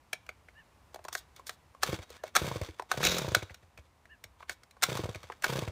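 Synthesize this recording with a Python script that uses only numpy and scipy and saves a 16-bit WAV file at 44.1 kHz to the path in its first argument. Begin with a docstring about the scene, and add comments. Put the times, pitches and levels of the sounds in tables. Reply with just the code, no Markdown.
"""Chainsaw that will not start

A chainsaw is drop-started five times in a clearing, a few metres away, and does not catch: pawls clack in as chattering
noise through resonances, the cord whirrs as coloured noise, and the piston chuffs with pulses and decaying sines, slowing
as the crank coasts. On the third pull one kick speeds up the crank and rattles the chain. The saw is handled and its
switches click, and a far bird whistles in arched sine notes over a hush of coloured noise."""
import sys
import numpy as np
from scipy import signal
from scipy.fft import rfft, irfft, next_fast_len
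from scipy.io import wavfile

SR = 44100
rng = np.random.default_rng(int(sys.argv[2]) if len(sys.argv) > 2 else 0)


def transcribe(signal):
    """Save signal, clipped to [-1, 1], as a 16-bit WAV file at the path in sys.argv[1]."""
    frames = np.atleast_2d(signal).T
    limited = np.clip(frames, -1, 1)
    pcm = np.round(limited * 32767).astype(np.int16)
    wavfile.write(sys.argv[1], SR, pcm)


N = 252010
TIME = np.arange(N) / SR

# Pulls of the cord. Each row: pawls catch in seconds, delay to the first full chuff in seconds,
# crank turns per second, hold in seconds, coasting time constant in seconds.
PULLS = [(1.831, .0595, 31.66, .0541, .1153), (2.363, .0541, 36.25, .0649, .2272),
         (2.914, .0623, 33.92, .2578, .2313), (4.834, .054, 31.64, .0787, .2913),
         (5.441, .056, 33.8, .1319, .1329)]
# The sound of each pull. Each row: whirr in dB before the cord's trim, chuff in dB, clack in dB, clack in Hz,
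# snap in dB re clack, weakening per earlier skip in dB.
PULL_SOUNDS = [(-40.5, -25, -22, 1310, -2, 16), (-40, -25, -17.5, 1360, -3.5, 4.5),
               (-42, -25, -22, 1430, -8, 29), (-43.5, -25.5, -20.5, 1410, 1, 6),
               (-43, -23.5, -21, 1520, -7.5, 16)]
# Sharp clicks of switches, handle and hard parts. Each row: start in seconds, level in dB,
# clack in Hz, snap in dB re level.
CLICKS = [(.13, -29.5, 2370, -3.5), (0.264, -57, 2600, -4), (.29, -36.5, 2300, -12.5),
          (0.484, -50.5, 2060, -17), (1.04, -59.5, 2120, 4), (1.083, -38, 1030, -6),
          (1.127, -45.5, 1070, 7), (1.15, -29.5, 1510, -5), (1.178, -60.5, 1450, 14),
          (1.362, -60.5, 1550, 9.5), (1.468, -51, 1530, 8), (1.493, -36, 1490, -2),
          (2.277, -51.5, 2200, -4), (2.648, -59, 2280, -15), (3.03, -30.5, 1280, -4.5),
          (3.049, -25.5, 2280, 0.5), (3.068, -24.5, 2570, -5), (3.183, -33, 1400, 2),
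          (3.347, -17.5, 1420, -3), (3.421, -44, 2280, -24), (3.495, -47.5, 2100, -43),
          (3.543, -50.5, 2650, 2), (3.775, -49.5, 2320, -7.5), (4.054, -54.5, 1880, -12.5),
          (4.239, -45.5, 2280, 0.5), (4.427, -45, 1135, -20), (4.494, -32, 1704, -5), (4.633, -56, 1520, 0),
          (4.709, -62.5, 2480, 5.5), (4.971, -34.5, 1040, -4), (5.146, -40.5, 2270, -9),
          (5.23, -48.5, 1220, -4), (5.32, -42, 1460, -14), (5.422, -44.5, 1830, 1)]
# The one firing speeds the crank up by the share KICK_GAIN.
KICK_S, KICK_RISE_S, KICK_GAIN = 3.015, .015, .3045


def from_db(db):
    """Decibels to gain."""
    return 10 ** (np.asarray(db) / 20)


def rms_one(x):
    """Scale to unit power."""
    return x / np.sqrt(np.mean(x ** 2) + 1e-20)


def unit_energy(x):
    """Scale a short sound to the energy of 5 ms at unit power."""
    return x / np.sqrt(np.sum(x ** 2) / (.005 * SR) + 1e-20)


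def add(track, s, sound):
    """Mix a sound into the track at a time in seconds."""
    at = max(int(s * SR), 0)
    track[at:at + len(sound)] += sound[:N - at]


def cut(x, hz, kind, order=2):
    """Butterworth low- or high-pass."""
    return signal.sosfilt(signal.butter(order, min(hz, .45 * SR), kind, fs=SR, output="sos"), x)


def resonate(x, hz, width_hz):
    """One two-pole resonance with a gain near 1 on top."""
    r = np.exp(-np.pi * width_hz / SR)
    feed = np.array([1, 0, -1]) * (1 - r * r) / 2
    return signal.lfilter(feed, [1, -2 * r * np.cos(2 * np.pi * hz / SR), r * r], x)


def colour(x, spectrum):
    """Give a steady sound a smooth spectrum, interpolated over log frequency; unit power."""
    hz, db = np.transpose(spectrum)
    size = next_fast_len(N)
    log_hz = np.log(np.maximum(np.fft.rfftfreq(size, 1 / SR), 1))
    gain = from_db(np.interp(log_hz, np.log(hz), db))
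    return rms_one(irfft(rfft(x, size) * gain, size)[:N])


def drift(per_s):
    """Random curve with spread near 1: straight lines between random points, per_s of them a second."""
    return np.interp(TIME * per_s, np.arange(4000), rng.standard_normal(4000))


def ticks(per_s, size_db):
    """Random small contacts of uneven size and either sign; unit power."""
    sizes = from_db(size_db * np.minimum(rng.exponential(1, N), 3))
    happens = rng.random(N) < per_s / SR
    return rms_one(happens * rng.choice([-1, 1], N) * sizes)


def air(rumble_db=-72, rumble_hz=66, rumble_width_hz=28, swell_db=5.5):
    """Still air among the trees: a faint hush of coloured noise over a low, uneven rumble of resonant noise."""
    # Colour of the hush. Each row: frequency in Hz, relative density in dB per Hz.
    air_colour = [(25, -18.5), (45, -4), (70, 8.5), (110, 0.5), (200, -6), (400, -9.5), (700, -8.5),
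                  (1000, -6.5), (1500, -14), (2200, -15.5), (3300, -21), (6000, -24.5), (10000, -28),
                  (15000, -33.5)]
    # Its slow level curve. Each row: time in seconds, level in dB.
    air_levels = [(0, -64.5), (0.8, -63), (1.7, -63.5), (3.9, -66), (4.7, -65.5), (5.71, -62.5)]
    level = from_db(np.interp(TIME, *np.transpose(air_levels)))
    hush = level * colour(rng.standard_normal(N), air_colour)
    rumble = resonate(rng.standard_normal(N), rumble_hz, rumble_width_hz)
    rumble = rms_one(resonate(rumble, rumble_hz, rumble_width_hz))
    return hush + from_db(rumble_db + swell_db * drift(10)) * rumble


def bird(sag=0.21, waver=0.028):
    """Each call is an arched, slightly hoarse whistle with a weaker, higher second voice."""
    # One note a call. Each row: start in seconds, length in seconds, top of the arch in Hz before waver, level in dB.
    calls = [(0.538, 0.1, 1804, -54), (2.154, 0.09, 1750, -62.5), (4.082, 0.0844, 1782, -52.5)]
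    upper_ratio, upper_db = 1.62, -9
    out = np.zeros(N)
    for s, length, hz, db in calls:
        u = np.linspace(-1, 1, int(length * SR))
        pitch = hz * (1 - sag * u * u + waver * drift(610)[:len(u)])
        phase = 2 * np.pi * np.cumsum(pitch) / SR
        voices = np.sin(phase) + from_db(upper_db) * np.sin(upper_ratio * phase)
        add(out, s, from_db(db) * (1 - u * u) ** 2 * voices)
    return out


def shell(x):
    """The hard parts of the saw ring side by side, with alternating sign."""
    # Resonances rung by clacks, cord and rattles. Each row: frequency in Hz, width in Hz, gain in dB.
    shell_modes = [(2220, 67, -1), (2604, 50, -11), (3418, 410, -2), (4030, 130, 2.5), (4470, 310, -2),
                   (5435, 340, 3.5), (5670, 1200, -1), (6930, 520, 1.5), (7180, 410, -0.5),
                   (8900, 970, -1.5), (9500, 1200, -6.5), (13100, 4700, -8)]
    return sum((-1) ** k * from_db(db) * resonate(x, hz, width) for k, (hz, width, db) in enumerate(shell_modes))


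def knock(thud_db, thud_hz, clack_db, clack_hz, snap_db, rise_s=0.0029, fall_s=0.0028, thud_width_hz=130,
          clack_width_hz=300, hollow_db=-8, case_db=-3, case_hz=1500, case_width_hz=900, crack_db=-15):
    """One contact: a few ms of chatter that rings the hollow housing, the struck plastic part and the hard shell."""
    t = np.arange(int(.05 * SR)) / SR
    contact = np.minimum(t / rise_s, 1) ** 2 * np.exp(-np.maximum(t - rise_s, 0) / fall_s)
    low, mid, high = rng.laplace(size=(3, len(t))) * contact
    thud = unit_energy(resonate(low, thud_hz, thud_width_hz))
    thud = thud + from_db(hollow_db) * unit_energy(resonate(mid, 400, 280))
    thud = cut(cut(thud, 380, "high", order=4), 980, "low")
    clack = unit_energy(resonate(mid, clack_hz, clack_width_hz))
    clack = clack + from_db(case_db) * unit_energy(resonate(low, case_hz, case_width_hz))
    clack = cut(cut(clack, 680, "high"), 2700, "low", order=4)
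    snap = shell(high) + from_db(crack_db) * cut(high, 4100, "high")
    return (from_db(thud_db) * unit_energy(thud)
            + from_db(clack_db) * unit_energy(clack)
            + from_db(snap_db) * unit_energy(snap))


def clicks_and_thumps(click_thud_db=-9.0, click_thud_hz=700, thump_clack_db=-11, thump_clack_hz=1150, early_s=0.0014):
    """Clicks ring mostly the struck part, thumps mostly the housing."""
    # Hollow thumps of the housing, from handling and from turns of the crank.
    # Each row: start in seconds, level in dB, thud in Hz, snap in dB re level.
    thumps = [(0.943, -43, 750, -4), (0.958, -40.5, 750, -14), (.99, -47, 660, -23), (1.049, -39, 985, -10),
              (1.394, -46, 1040, -16), (1.747, -50, 1070, -19), (2.102, -46, 490, -3.5),
              (2.236, -31.5, 640, -16), (2.613, -39.5, 490, -7), (2.795, -30.5, 1026, -18),
              (2.821, -40.5, 830, -14), (2.939, -36, 680, -35), (4.404, -48, 1010, -20),
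              (4.767, -54, 1120, -16), (5.299, -36, 1000, -28), (5.461, -38, 656, -16)]
    out = np.zeros(N)
    for s, db, hz, snap_db in CLICKS:
        add(out, s - early_s, knock(db + click_thud_db, click_thud_hz, db, hz, db + snap_db))
    for s, db, hz, snap_db in thumps:
        add(out, s - early_s, knock(db, hz, db + thump_clack_db, thump_clack_hz, db + snap_db))
    return out


def rattles(per_s=2500, size_db=4):
    """Dense little contacts swell and fade, ringing the hard shell."""
    # Hard parts rattling together as the saw is handled. Each row: start in seconds, length in seconds, level in dB.
    bursts = [(1.124, .035, -45), (1.152, 0.059, -50), (1.459, 0.038, -46.5), (1.495, 0.07, -61.5),
              (4.493, 0.06, -56)]
    level = np.zeros(N)
    for s, length, db in bursts:
        add(level, s, from_db(db) * np.hanning(int(length * SR)))
    return level * rms_one(shell(ticks(per_s, size_db)))


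def crank_speed(s, per_s, hold_s, coast_s):
    """Turns per second in one pull: steady while the cord is drawn, faster if the engine kicks, then coasting down."""
    speed = per_s * (TIME >= s) * np.exp(-np.maximum(TIME - s - hold_s, 0) / coast_s)
    if s < KICK_S < s + hold_s:
        return speed * (1 + KICK_GAIN * np.clip((TIME - KICK_S) / KICK_RISE_S, 0, 1))
    return speed


def crank_turns(stall_per_s=8, feeble_per_s=17.6, feeble_db_per_octave=17.5, boom_hz=66.46, boom_hz_per_speed=2.05,
                first_turn_db=-15.5):
    """One row (s, level dB, boom Hz) a turn: slow turns boom lower and fade, until compression stalls the piston."""
    # The piston rocks over again after the kick. Each row: start in seconds, level in dB, nominal boom in Hz.
    rock_back = [(3.63, -47, 90.7), (3.786, -40, 71.8), (4.25, -44.5, 101)]
    kick_pop = (3.049, -31, 80)   # the firing booms in the muffler
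    rows = list(rock_back) + [kick_pop]
    for (s, delay_s, per_s, hold_s, coast_s), (_, chuff_db, *_) in zip(PULLS, PULL_SOUNDS):
        speed = crank_speed(s, per_s, hold_s, coast_s)
        turns = np.cumsum(speed * (TIME >= s + delay_s)) / SR
        # the turn before the first full chuff has little compression
        rows.append((s + delay_s - 1 / per_s, chuff_db + first_turn_db, boom_hz + boom_hz_per_speed * per_s))
        new_turn = np.diff(np.ceil(turns)) > 0
        for at in np.flatnonzero(new_turn & (speed[1:] > stall_per_s)):
            fade_db = feeble_db_per_octave * min(np.log2(speed[at] / feeble_per_s), 0)
            rows.append((at / SR, chuff_db + fade_db, boom_hz + boom_hz_per_speed * speed[at]))
    return rows


def loose_parts(turns, slow_boom_hz=101, thud_db=-17, thud_hz=600, clack_db=-16, clack_hz=2150, snap_db=-29,
                early_s=0.0021):
    """Slow turns, known by their low boom, jerk against compression, and loose parts knock."""
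    out = np.zeros(N)
    for s, db, boom_hz in turns:
        if boom_hz < slow_boom_hz:
            add(out, s - early_s, from_db(db) * knock(thud_db, thud_hz, clack_db, clack_hz, snap_db))
    return out


def chain(level_db=-29, attack_s=0.045, fade_db_per_s=100, flutter_db=4.5):
    """The kick spins the chain: links clatter densely over sprocket and bar, then fade away unevenly."""
    # Colour of the clatter. Each row: frequency in Hz, relative density in dB per Hz.
    clatter = [(150, -27.5), (500, -1), (1000, -12.5), (1500, 6.5), (1900, -2), (2400, 8), (3100, 0.5),
               (3750, 11.5), (4600, 0.5), (6800, 3.5), (8200, -14), (15000, -9.5)]
    t = TIME - KICK_S
    fade_db = fade_db_per_s * np.maximum(t - attack_s, 0)
    level = np.clip(t / attack_s, 0, 1) * from_db(level_db - fade_db + flutter_db * drift(250))
    return level * colour(ticks(per_s=14000, size_db=3.0), clatter)


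def pawls(thud_db=-10, thud_hz=800, early_s=0.0009, skip_s=0.006):
    """The starter pawls skip twice, ever harder, and catch the flywheel."""
    out = np.zeros(N)
    for (s, *_), (_, _, db, clack_hz, snap_db, skip_db) in zip(PULLS, PULL_SOUNDS):
        for k in range(3):   # counted back from the catch
            clack = knock(db + thud_db, thud_hz, db, clack_hz, db + snap_db)
            add(out, s - early_s - k * skip_s, from_db(-k * skip_db) * clack)
    return out


def whirr(turns, level_db=-1, tick_db=2, ring_db=-6, flutter_db=3.5, hiss_db=-11, hiss_hz=10500, fast_db=-43,
          jolt_db=-23, jolt_s=0.027, jolt_lead_s=0.008, speed_power=2.05, bite_db=2, bite_s=0.033,
          slack_db=-48, slack_s=0.057, scrape_db=-20, scrape_s=0.028):
    """The cord rubs through its eye while the ratchet ticks, louder with speed; both ring the shell, with a fast hiss."""
    # Colour of the running cord. 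Each row: frequency in Hz, relative density in dB per Hz.
    cord_colour = [(100, -4.5), (270, -4), (550, 2.5), (850, 1), (1400, 2.5), (1900, -2), (2350, -1),
                   (3000, -4.5), (3750, -2.5), (4400, -9.5), (6400, -15), (8500, -14), (11000, -22.5),
                   (15000, -14.5)]
    # Rubs of hand, handle and rewinding cord.
    # Each row: start in seconds, length in seconds, level in dB before the cord's trim.
    rubs = [(0.925, .019, -62), (1.103, 0.064, -55), (1.158, 0.1, -62), (1.33, 0.1, -61),
            (1.443, 0.12, -59), (1.901, 0.078, -41), (2.013, 0.035, -49), (2.066, 0.15, -54),
            (2.218, 0.099, -52), (2.611, 0.08, -49.5), (2.782, 0.014, -58), (3.344, .075, -48),
            (3.826, 0.061, -70), (4.379, 0.062, -62), (4.466, 0.082, -52), (5.204, 0.19, -68)]
    running, scrapes = np.zeros(N), np.zeros(N)
    for (s, _, per_s, hold_s, coast_s), (db, *_) in zip(PULLS, PULL_SOUNDS):
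        speed = crank_speed(s, per_s, hold_s, coast_s)
        bite = from_db(bite_db * np.exp(-np.abs(TIME - s) / bite_s))   # the cord bites hardest at the catch
        running += from_db(db) * bite * (speed / speed.max()) ** speed_power
        # the slack is taken up
        add(scrapes, s - slack_s / 2, from_db(slack_db) * np.hanning(int(slack_s * SR)))
    for s, db, _ in turns:   # every turn of the crank shakes the ratchet
        add(scrapes, s - jolt_lead_s, from_db(db + jolt_db) * np.hanning(int(jolt_s * SR)))
    for s, db, *_ in CLICKS:   # a short, soft scrape swells around each click
        add(scrapes, s - scrape_s / 4, from_db(db + scrape_db) * np.hanning(int(scrape_s * SR)))
    for s, length, db in rubs:
        add(scrapes, s, from_db(db) * np.hanning(int(length * SR)))
    rub = rng.standard_normal(N) + from_db(tick_db) * ticks(per_s=450, size_db=2.5)
    sound = rms_one(colour(rub, cord_colour) + from_db(ring_db) * rms_one(shell(rub)))
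    fast = np.minimum(running / from_db(fast_db), 1)
    thin_noise = rms_one(cut(rng.standard_normal(N), hiss_hz, "high", order=3))
    hiss = from_db(hiss_db) * running * fast * thin_noise
    return from_db(level_db + flutter_db * drift(200)) * ((running + scrapes) * sound + hiss)


def steel(x):
    """The steel parts pick up the mechanical noise and ring at their own pitches."""
    # Bar and clutch drum, ringing on after contacts. Each row: frequency in Hz, width in Hz, gain in dB.
    steel_modes = [(2286, 44, -10.5), (2790, 4.8, -8.5), (3810, 8.3, -2), (3480, 5, -8.5), (3770, 14, -5),
                   (5120, 42, -4), (5600, 25, -6.5)]
    return x + sum(from_db(db) * resonate(x, hz, width) for hz, width, db in steel_modes)


def chuffs(turns, puff_db=1, boom_db=-7, boom_t60=0.091, lead_db=-11, intake_db=-14, gas_db=-22, gas_s=0.028,
           gas_ratio=2.7, gas_width_hz=550, vary_db=7.5, force_db=-25, detune=.04, sag=0.068, sag_s=.025):
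    """The port opens on an unfired cylinder: a small push, a sharp gulp of air, a muffler boom, a softer intake gulp."""
    # Further resonances of saw body and intake, rung by each chuff.
    # Each row: frequency in Hz, mean level in dB, decay by 60 dB in seconds.
    cavity = [(83.3, -18.5, 0.075), (183, -25.5, 0.079), (318.6, -17.5, 0.074), (465, -42, 0.043),
              (611, -32.5, 0.016), (920, -19.5, 0.015)]
    out = np.zeros(N)
    t = np.arange(int(.15 * SR)) / SR - .006
    puff_s, lead_s, ground_s = .00029, .003, .00185
    late = np.maximum(t - puff_s * 3, 0)

    def pulse(at):
        return np.exp(-.5 * ((t - at) / puff_s - 2) ** 2)

    for s, db, boom_hz in turns:
        gulp = -from_db(puff_db) * pulse(0)
        push = from_db(lead_db) * pulse(-lead_s)
        intake = -from_db(intake_db + vary_db * rng.normal()) * pulse(2 / boom_hz)
        # the pitch sags as the cylinder empties
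        bend = 1 + sag * (1 - late / sag_s) / (1 + late / sag_s)
        cycles = boom_hz * (1 + detune * rng.normal()) * late * bend
        boom = from_db(boom_db - 60 * late / boom_t60) * np.sin(2 * np.pi * cycles)
        rings = np.zeros(len(t))
        for hz, mode_db, t60 in cavity:
            ring_db = mode_db + vary_db * rng.normal() - 60 * late / t60
            rings += from_db(ring_db) * np.sin(2 * np.pi * hz * late)
        # slower gas, lower rush
        gas = rms_one(resonate(rng.standard_normal(len(t)), gas_ratio * boom_hz, gas_width_hz))
        gas = gas * np.exp(-late / gas_s) * (late > 0)
        edge = min(from_db((db - force_db) / 2), 1)   # a feeble turn leaks out softly
        sound = from_db(db) * (boom + edge * (gulp + push + intake + rings + from_db(gas_db) * gas))
        add(out, s + t[0], sound)
        add(out, s + t[0] + ground_s, .5 * sound)   # the bounce off the ground hollows out the low mids
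    return cut(out, 48, "high", order=5)


def clearing(x, near_db=-13, near_t60=0.097, far_db=-29, far_t60=0.4, dull_hz=8000, thin_hz=300):
    """Ground, timber and branches scatter a short tail; the trees return a longer, fainter one."""
    t = np.arange(int(.8 * SR)) / SR
    decay = from_db(-60 * t / np.array([[near_t60], [far_t60]]))
    near, far = rng.standard_normal((2, len(t))) * np.minimum(t / 0.008, 1) * decay
    far = cut(far, 6000, "low")
    echo = from_db(near_db) * near / np.linalg.norm(near) + from_db(far_db) * far / np.linalg.norm(far)
    echo = cut(cut(echo, dull_hz, "low", order=1), thin_hz, "high", order=1)
    return x + signal.fftconvolve(x, echo)[:N]


def scene():
    """The saw and the bird among the trees."""
    turns = crank_turns()
    hush, call = air(), bird()
    mechanics = clicks_and_thumps() + rattles() + loose_parts(turns) + chain() + pawls() + whirr(turns)
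    saw = steel(mechanics) + chuffs(turns)
    return (clearing(saw + call) + hush)[None]


def record(dry):
    """The top is cut steeply above 15.5 kHz."""
    return signal.sosfilt(signal.ellip(10, .2, 75, 15500, fs=SR, output="sos"), dry)


dry = scene()
out = record(dry)
transcribe(out)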